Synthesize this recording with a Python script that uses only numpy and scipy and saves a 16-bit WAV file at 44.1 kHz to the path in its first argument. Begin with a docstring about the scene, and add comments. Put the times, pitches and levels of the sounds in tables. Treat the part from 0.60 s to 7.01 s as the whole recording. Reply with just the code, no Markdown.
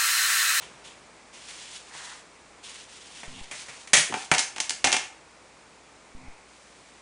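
"""Over room tone and microphone hiss, a toddler drags a plastic toy across others on a chest: light taps,
scrapes, a ringing hollow shell. A camera's lens motor whirrs briefly. At 3.3 s the toy falls and bounces,
the child sits down with a bump on a play mat, and the toy clatters against a wooden pull toy, the small
bedroom ringing after each knock. The motor whirrs once more, and a faint rustle closes the scene."""
import sys
import numpy as np
from scipy import signal
from scipy.fft import rfft, irfft, next_fast_len
from scipy.io import wavfile
from scipy.ndimage import uniform_filter1d

SR = 44100
rng = np.random.default_rng(int(sys.argv[2]) if len(sys.argv) > 2 else 0)


def generate_wav(signal):
    """Clip the signal to [-1, 1] and save it as 16-bit WAV at the path in sys.argv[1]."""
    frames = np.transpose(np.atleast_2d(signal))
    scaled = np.clip(frames, -1, 1) * 32767
    pcm = np.round(scaled).astype(np.int16)
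    wavfile.write(sys.argv[1], SR, pcm)


N = 282681
TIME = np.arange(N) / SR

# room tone and hiss, a little louder at first: t/s, level/dB
ROOM_TONE_FADE = [(0, -49.5), (.55, -52.5), (6.4, -53.5)]
# EQ curves of the room tone, rubbing and sliding: f/Hz, relative level/dB
ROOM_TONE_EQ = [(15, -42), (25, -17), (49, -14), (145, -7), (494, -4), (532, -5), (1020, -5.5), (1640, -10),
                (2280, -8.5), (3000, -15), (7780, -17), (10000, -21.5), (13000, -53), (22000, -120)]
RUB_EQ = [(530, -47), (900, -8.5), (1220, -11), (1550, -7.5), (2900, -3.5), (4990, -5), (6820, -4.5),
          (10000, -9), (13000, -52), (22000, -120)]
SLIDE_EQ = [(410, -46), (700, 0), (954, 8), (1180, 4), (2040, 8), (3500, -49), (4550, -24), (7700, -120)]
# runs of the lens motor: start/s, stop/s, whirr f/Hz, whirr level/dB
MOTOR_RUNS = [(2.68, 2.813, 258, -56), (5.55, 5.683, 257.3, -55)]
# resonances of its gears: low/Hz, high/Hz, level at full speed/dB
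GEAR_BANDS = [(713, 1020, -54), (1990, 2520, -54.5)]
# clothes and mat as the child crouches, sits and shifts: t/s, length/s, level/dB
RUSTLE_CUES = [(2.93, 0.087, -42), (3.05, 0.18, -49), (3.54, 0.092, -40.5), (5.87, .53, -61)]
# the toy sliding down another one: t/s, length/s, level/dB
SLIDE_CUES = [(1.29, 0.26, -48.5)]
# plastic rubbing on plastic and cloth: t/s, length/s, level/dB, shell ring relative to the rub/dB
RUB_CUES = [(0.0, 0.032, -48, -1), (0.236, 0.038, -49, -1.5), (0.722, 0.18, -49.5, -12),
            (0.867, 0.29, -45.5, -10.5), (1.118, 0.054, -46.5, -17), (1.227, .36, -53.5, -26),
            (1.326, 0.19, -45, -14), (2.026, 0.073, -44.5, -9), (2.125, 0.087, -47, -11),
            (2.277, 0.59, -50.5, -9), (2.538, 0.057, -48.5, -10), (2.727, 0.07, -59.5, 9.5)]
# broad, damped resonances of the rubbed plastic and of each struck toy: f/Hz, width/Hz, boost/dB
RUB_BODY = [(3150, 3600, 1)]
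PLASTIC_BODY = [(152, 29, 11), (715, 460, 6), (1973, 250, 9), (2360, 300, 8.5), (6280, 400, 5)]
WOOD_BODY = [(140, 92, -10), (290, 150, 9), (526, 220, 0.5), (850, 203, 14), (2205, 1100, 9.5),
             (5980, 3600, 13)]
# ringing modes of each toy: f/Hz, relative level/dB, t60/s
PLASTIC_MODES = [(170, 6, 0.073), (585, 2.5, 0.12), (786, 1, 0.056), (943, 4, 0.15), (1070, -7, 0.21),
                 (1820, 7, 0.12), (1858, 3, 0.13), (1887, 4, 0.17), (1934, 3.5, 0.26), (2200, -7, 0.2),
                 (2180, 2, 0.26), (2300, 3, 0.22), (2300, 4, 0.2), (2420, -15, 0.09), (3293, 3.5, 0.097),
                 (4730, -8, 0.059), (4540, -1.5, 0.22), (6000, -3, 0.12), (6650, -14, 0.16),
                 (6440, -5, 0.096), (8500, -11, 0.11)]
WOOD_MODES = [(266, -0.5, 0.052), (376, -2.5, 0.065), (751, 0, 0.11), (801.6, 0, 0.09), (892, -2, 0.12),
              (1757, -3, 0.15), (2140, -3, 0.23), (2363, -2.5, 0.13), (2675, -2, 0.1), (3300, 4, 0.024),
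              (5300, -9, 0.1), (6460, 2, 0.034), (6340, 3.5, 0.08), (6450, -15, 0.043), (8450, -2, 0.017)]
# the four bands of a hit (thud, knock, clack, tick): low/Hz, high/Hz
HIT_BANDS = [(70, 500), (500, 1500), (1500, 3000), (3000, 12000)]
# each toy's balance in an ordinary hit: thud/dB, knock/dB, clack/dB, tick/dB
PLASTIC_BALANCE = [-16.5, -9, -0.5, -3.5]
WOOD_BALANCE = [-17, -6.5, -1, -1]
# a harder contact trades lows for highs: gain per hardness/(dB/dB) for each of the four bands
HARDNESS_TILT = [-1.12, -1., -0.082, 0.9]
# taps, fall and clatter on each toy: t/s, relative level/dB, hardness/dB, rattle decay/s
PLASTIC_HITS = [(0.022, -40.5, -8.5, .01), (0.243, -58, 3, .01), (0.885, -42, 4, .012),
                (1.350, -41, -5, .002), (2.632, -35.5, -6, 0.011), (2.912, -29.5, 0.5, 0.023),
                (3.083, -34.5, -2, 0.038), (3.274, -38, 2.5, 0.0073), (3.333, -6.5, 5.5, 0.01),
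                (3.348, -17.5, 0.5, 0.0082), (3.369, -14.5, 4.5, 0.04), (3.715, -13, -2.5, .005)]
WOOD_HITS = [(3.524, -34, -12.5, 0.0094), (3.540, -25.5, -8.5, 0.0078), (3.715, -22, -10, 0.0053),
             (3.738, -25.5, 3, .005), (3.748, -26, 2, 0.0074), (3.782, -24.5, 7, 0.0054),
             (3.792, -23, 7.5, 0.0087), (3.962, -35, -2.5, 0.014), (3.982, -33, -2.5, 0.0034),
             (4.002, -24, 4, 0.005), (4.095, -31, 10, 0.0028), (4.106, -27.5, 3, 0.0029),
             (4.243, -13, 0, 0.0085), (4.253, -26, -7, 0.0063), (4.271, -19, -3, 0.0084),
             (4.319, -28, 6, 0.002), (4.327, -17, 2, 0.0082), (4.342, -23, -2.5, .007),
             (4.366, -23, 0.5, 0.0032)]
# the bedroom's reverb time: f/Hz, t60/s
BEDROOM_DECAY = [(150, 0.19), (500, 0.35), (1000, 0.44), (2500, 0.4), (5000, 0.32), (10000, 0.34)]


def from_db(db):
    """Decibels to gain."""
    return 10 ** (np.asarray(db) / 20)


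def rms_one(x):
    """Scale to rms 1."""
    return x / np.sqrt(np.mean(x ** 2) + 1e-20)


def energy_one(x):
    """Scale to total energy 1."""
    return x / np.sqrt(np.sum(x ** 2) + 1e-20)


def at_hz(points, hz):
    """Read a curve on a log-frequency axis."""
    known_hz, values = np.transpose(points)
    return np.interp(np.log(hz), np.log(known_hz), values)


def band(x, low_hz, high_hz):
    """Causal band-pass."""
    sos = signal.butter(3, [low_hz, high_hz], "band", fs=SR, output="sos")
    return signal.sosfilt(sos, x + 1e-18)


def band_noise(low_hz, high_hz, count=N):
    """A band of noise at rms 1."""
    return rms_one(band(rng.standard_normal(count), low_hz, high_hz))


def coloured(x, eq):
    """Shape a noise with an EQ curve; rms 1."""
    size = next_fast_len(N)
    hz = np.maximum(np.fft.rfftfreq(size, 1 / SR), 1)
    return rms_one(irfft(rfft(x, size) * from_db(at_hz(eq, hz)), size)[:N])


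def resonate(x, peaks):
    """Boost each broad body resonance in turn."""
    for hz, width_hz, db in peaks:
        b, a = signal.iirpeak(hz, hz / width_hz, fs=SR)
        x = x + (from_db(db) - 1) * signal.lfilter(b, a, x + 1e-18)
    return x


def add(out, start_s, sound):
    """Mix a sound in at its cue."""
    i = round(start_s * SR)
    out[i:i + len(sound)] += sound[:N - i]


def grains(count, per_s, spread_db):
    """Crackle: random tiny contacts of uneven size."""
    sizes = from_db(spread_db * np.minimum(rng.exponential(1, count), 4)) * rng.choice([-1, 1], count)
    return sizes * (rng.random(count) < per_s / SR)


def strokes(cues, attack_s, release_db_per_s=172):
    """Envelope: each stroke swells, holds and dies away; overlaps add in power."""
    power = np.zeros(N)
    for start_s, length_s, db in cues:
        swell = np.clip((TIME - start_s) / attack_s, 0, 1)
        stopped_s = np.maximum(TIME - start_s - length_s, 0)
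        power += (swell * from_db(db - release_db_per_s * stopped_s)) ** 2
    return np.sqrt(power)


def friction(motion, eq, per_s, spread_db, hiss, uneven_db=1.15, uneven_hz=25):
    """A stream of tiny slips over a smooth hiss, under unsteady pressure."""
    slips = rms_one(grains(N, per_s, spread_db)) + hiss * rng.standard_normal(N)
    pressure = from_db(uneven_db * band_noise(uneven_hz / 4, uneven_hz))
    return motion * pressure * coloured(slips, eq)


def room_tone(hum_hz=58, hum_db=-71):
    """The bed: room noise, microphone hiss and a faint low hum."""
    fade = from_db(np.interp(TIME, *np.transpose(ROOM_TONE_FADE)))
    hum = from_db(hum_db) * np.sqrt(2) * np.sin(2 * np.pi * hum_hz * TIME)
    return fade * coloured(rng.standard_normal(N), ROOM_TONE_EQ) + hum


def lens_motor(thump_db=-35, settle_s=0.028, rumble_db=-55, run_on_s=0.094):
    """Switching on and off thumps the microphone; in between the motor whirrs and its gears rustle."""
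    out = np.zeros(N)
    rumble = from_db(rumble_db) * band_noise(44, 224)
    gears = sum(from_db(db) * band_noise(low, high) for low, high, db in GEAR_BANDS)
    settle = np.exp(-1 / (settle_s * SR))
    coast = np.exp(-1 / (run_on_s * SR))
    for start_s, stop_s, whirr_hz, whirr_db in MOTOR_RUNS:
        on = 1. * ((TIME > start_s) & (TIME < stop_s))
        thump = signal.lfilter([1, -1], [1, -settle], uniform_filter1d(on, size=50))
        whirr = from_db(whirr_db) * np.sqrt(2) * np.sin(2 * np.pi * whirr_hz * TIME)
        speed = signal.lfilter([1 - coast], [1, -coast], on)
        out += from_db(thump_db) * thump + on * (whirr + rumble) + speed * gears
    return out


def rustle():
    """Clothes and mat brush together in a dense, fine crackle."""
    motion = strokes(RUSTLE_CUES, attack_s=0.016)
    return friction(motion, RUB_EQ, per_s=3200, spread_db=3.5, hiss=1.5)


def slide():
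    """One toy slides down another with a soft midrange scrape."""
    motion = strokes(SLIDE_CUES, attack_s=0.032)
    return friction(motion, SLIDE_EQ, per_s=870, spread_db=-3.0, hiss=1.0)


def rubbing(attack_s=0.019, shell_hz=(2650, 3610)):
    """Each rub hisses with tiny slips and sets the hollow shell ringing."""
    start_s, length_s, db, ring_db = np.transpose(RUB_CUES)
    motion = strokes(zip(start_s, length_s, db), attack_s)
    ring_envelope = strokes(zip(start_s, length_s, db + ring_db), attack_s)
    slips = friction(motion, RUB_EQ, per_s=600, spread_db=2.0, hiss=1.76)
    shell = rms_one(band(grains(N, per_s=3000, spread_db=3.0), *shell_hz))
    return resonate(slips, RUB_BODY) + ring_envelope * shell


def bump(start_s=3.495, level_db=-37.5, t60_s=0.26, band_hz=(130, 480)):
    """A soft, low thud as the child lands on the mat."""
    out, t = np.zeros(N), np.arange(SR // 2) / SR
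    add(out, start_s, band_noise(*band_hz, len(t)) * from_db(level_db - 60 * t / t60_s))
    return out


def bedroom(spots, build_s=0.0012, predelay_s=0.00032):
    """One reverb tail per spot: dense echoes build up, then die, lingering longest in the mids."""
    t = np.arange(SR // 2) / SR
    build_up = 1 - np.exp(-np.maximum(t - predelay_s, 0) / build_s)
    echoes = rng.standard_normal((spots, len(t))) * build_up
    edges_hz = np.geomspace(90, 11520, 8)
    tails = 0
    for low, high in zip(edges_hz, edges_hz[1:]):
        t60_s = at_hz(BEDROOM_DECAY, np.sqrt(low * high))
        tails += band(echoes, low, high) * energy_one(from_db(-60 * t / t60_s))
    return tails


def contact_force(t, rattle_s, chatter_db):
    """One hard contact, then loose parts buzz against each other, exciting all pitches evenly."""
    fade = np.exp(-t / rattle_s)
    chatter = energy_one(grains(len(t), per_s=9000, spread_db=2.9) * fade)
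    spectrum = rfft((t == 0) + from_db(chatter_db) * chatter)
    whitened = irfft(spectrum / (np.abs(spectrum) + 1e-9), len(t))
    return energy_one(whitened * np.sqrt(fade))


def knocks(hits, body, modes, balance_db, ring_db, chatter_db, vary_db, gain_db, wet_db,
           looseness=0.27, firm_db=-25, fall_s=3.3, shadow_db=-5):
    """Hits on one toy: a rattling attack and ringing modes, each hit with its own room tail."""
    t = np.arange(SR // 2) / SR
    hz, mode_db, t60_s = np.transpose(modes)[:, :, None]
    rings = np.sin(2 * np.pi * hz * t) * from_db(mode_db - 60 * t / t60_s)
    out = np.zeros(N)
    for (start_s, level_db, hardness_db, rattle_s), tail in zip(hits, bedroom(len(hits))):
        band_db = level_db + np.array(balance_db) + hardness_db * np.array(HARDNESS_TILT)
        # a firm hit rattles and rings more than a light touch
        drive_db = looseness * (band_db[1] - firm_db)
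        attack = energy_one(resonate(contact_force(t, rattle_s, chatter_db + drive_db), body))
        # every point of impact wakes the modes in its own proportions
        mode_mix = from_db(vary_db * rng.standard_normal(len(modes))) * rng.choice([-1, 1], len(modes))
        blow = attack + from_db(ring_db + drive_db) * energy_one(mode_mix @ rings)
        gains = from_db(band_db + gain_db)
        hit = sum(gain * energy_one(band(blow, *edges)) for gain, edges in zip(gains, HIT_BANDS))
        # until the toy falls, the child's body shadows its direct sound
        direct = from_db(shadow_db * (start_s < fall_s)) * hit
        reverb = from_db(wet_db) * signal.fftconvolve(hit, tail)[:len(t)]
        add(out, start_s, direct + reverb)
    return out


def scene():
    """Mono mix: plastic and wooden knocks up front, handling sounds, motor and room tone behind."""
    plastic = knocks(PLASTIC_HITS, PLASTIC_BODY, PLASTIC_MODES, PLASTIC_BALANCE,
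                     ring_db=-10, chatter_db=18, vary_db=-1.2, gain_db=27, wet_db=-4.5)
    wood = knocks(WOOD_HITS, WOOD_BODY, WOOD_MODES, WOOD_BALANCE,
                  ring_db=-7.5, chatter_db=10.5, vary_db=3.5, gain_db=24.5, wet_db=-2.5)
    return (plastic + wood + rustle() + slide() + rubbing() + bump() + lens_motor() + room_tone())[None]


def record(dry, ceiling=0.46, cutoff_hz=10050):
    """Soft clipping rounds the loudest peaks; a steep low-pass takes off the air."""
    rounded = ceiling * np.tanh(dry / ceiling)
    return signal.sosfilt(signal.ellip(10, .3, 60, cutoff_hz, fs=SR, output="sos"), rounded)


dry = scene()
out = record(dry)
generate_wav(out)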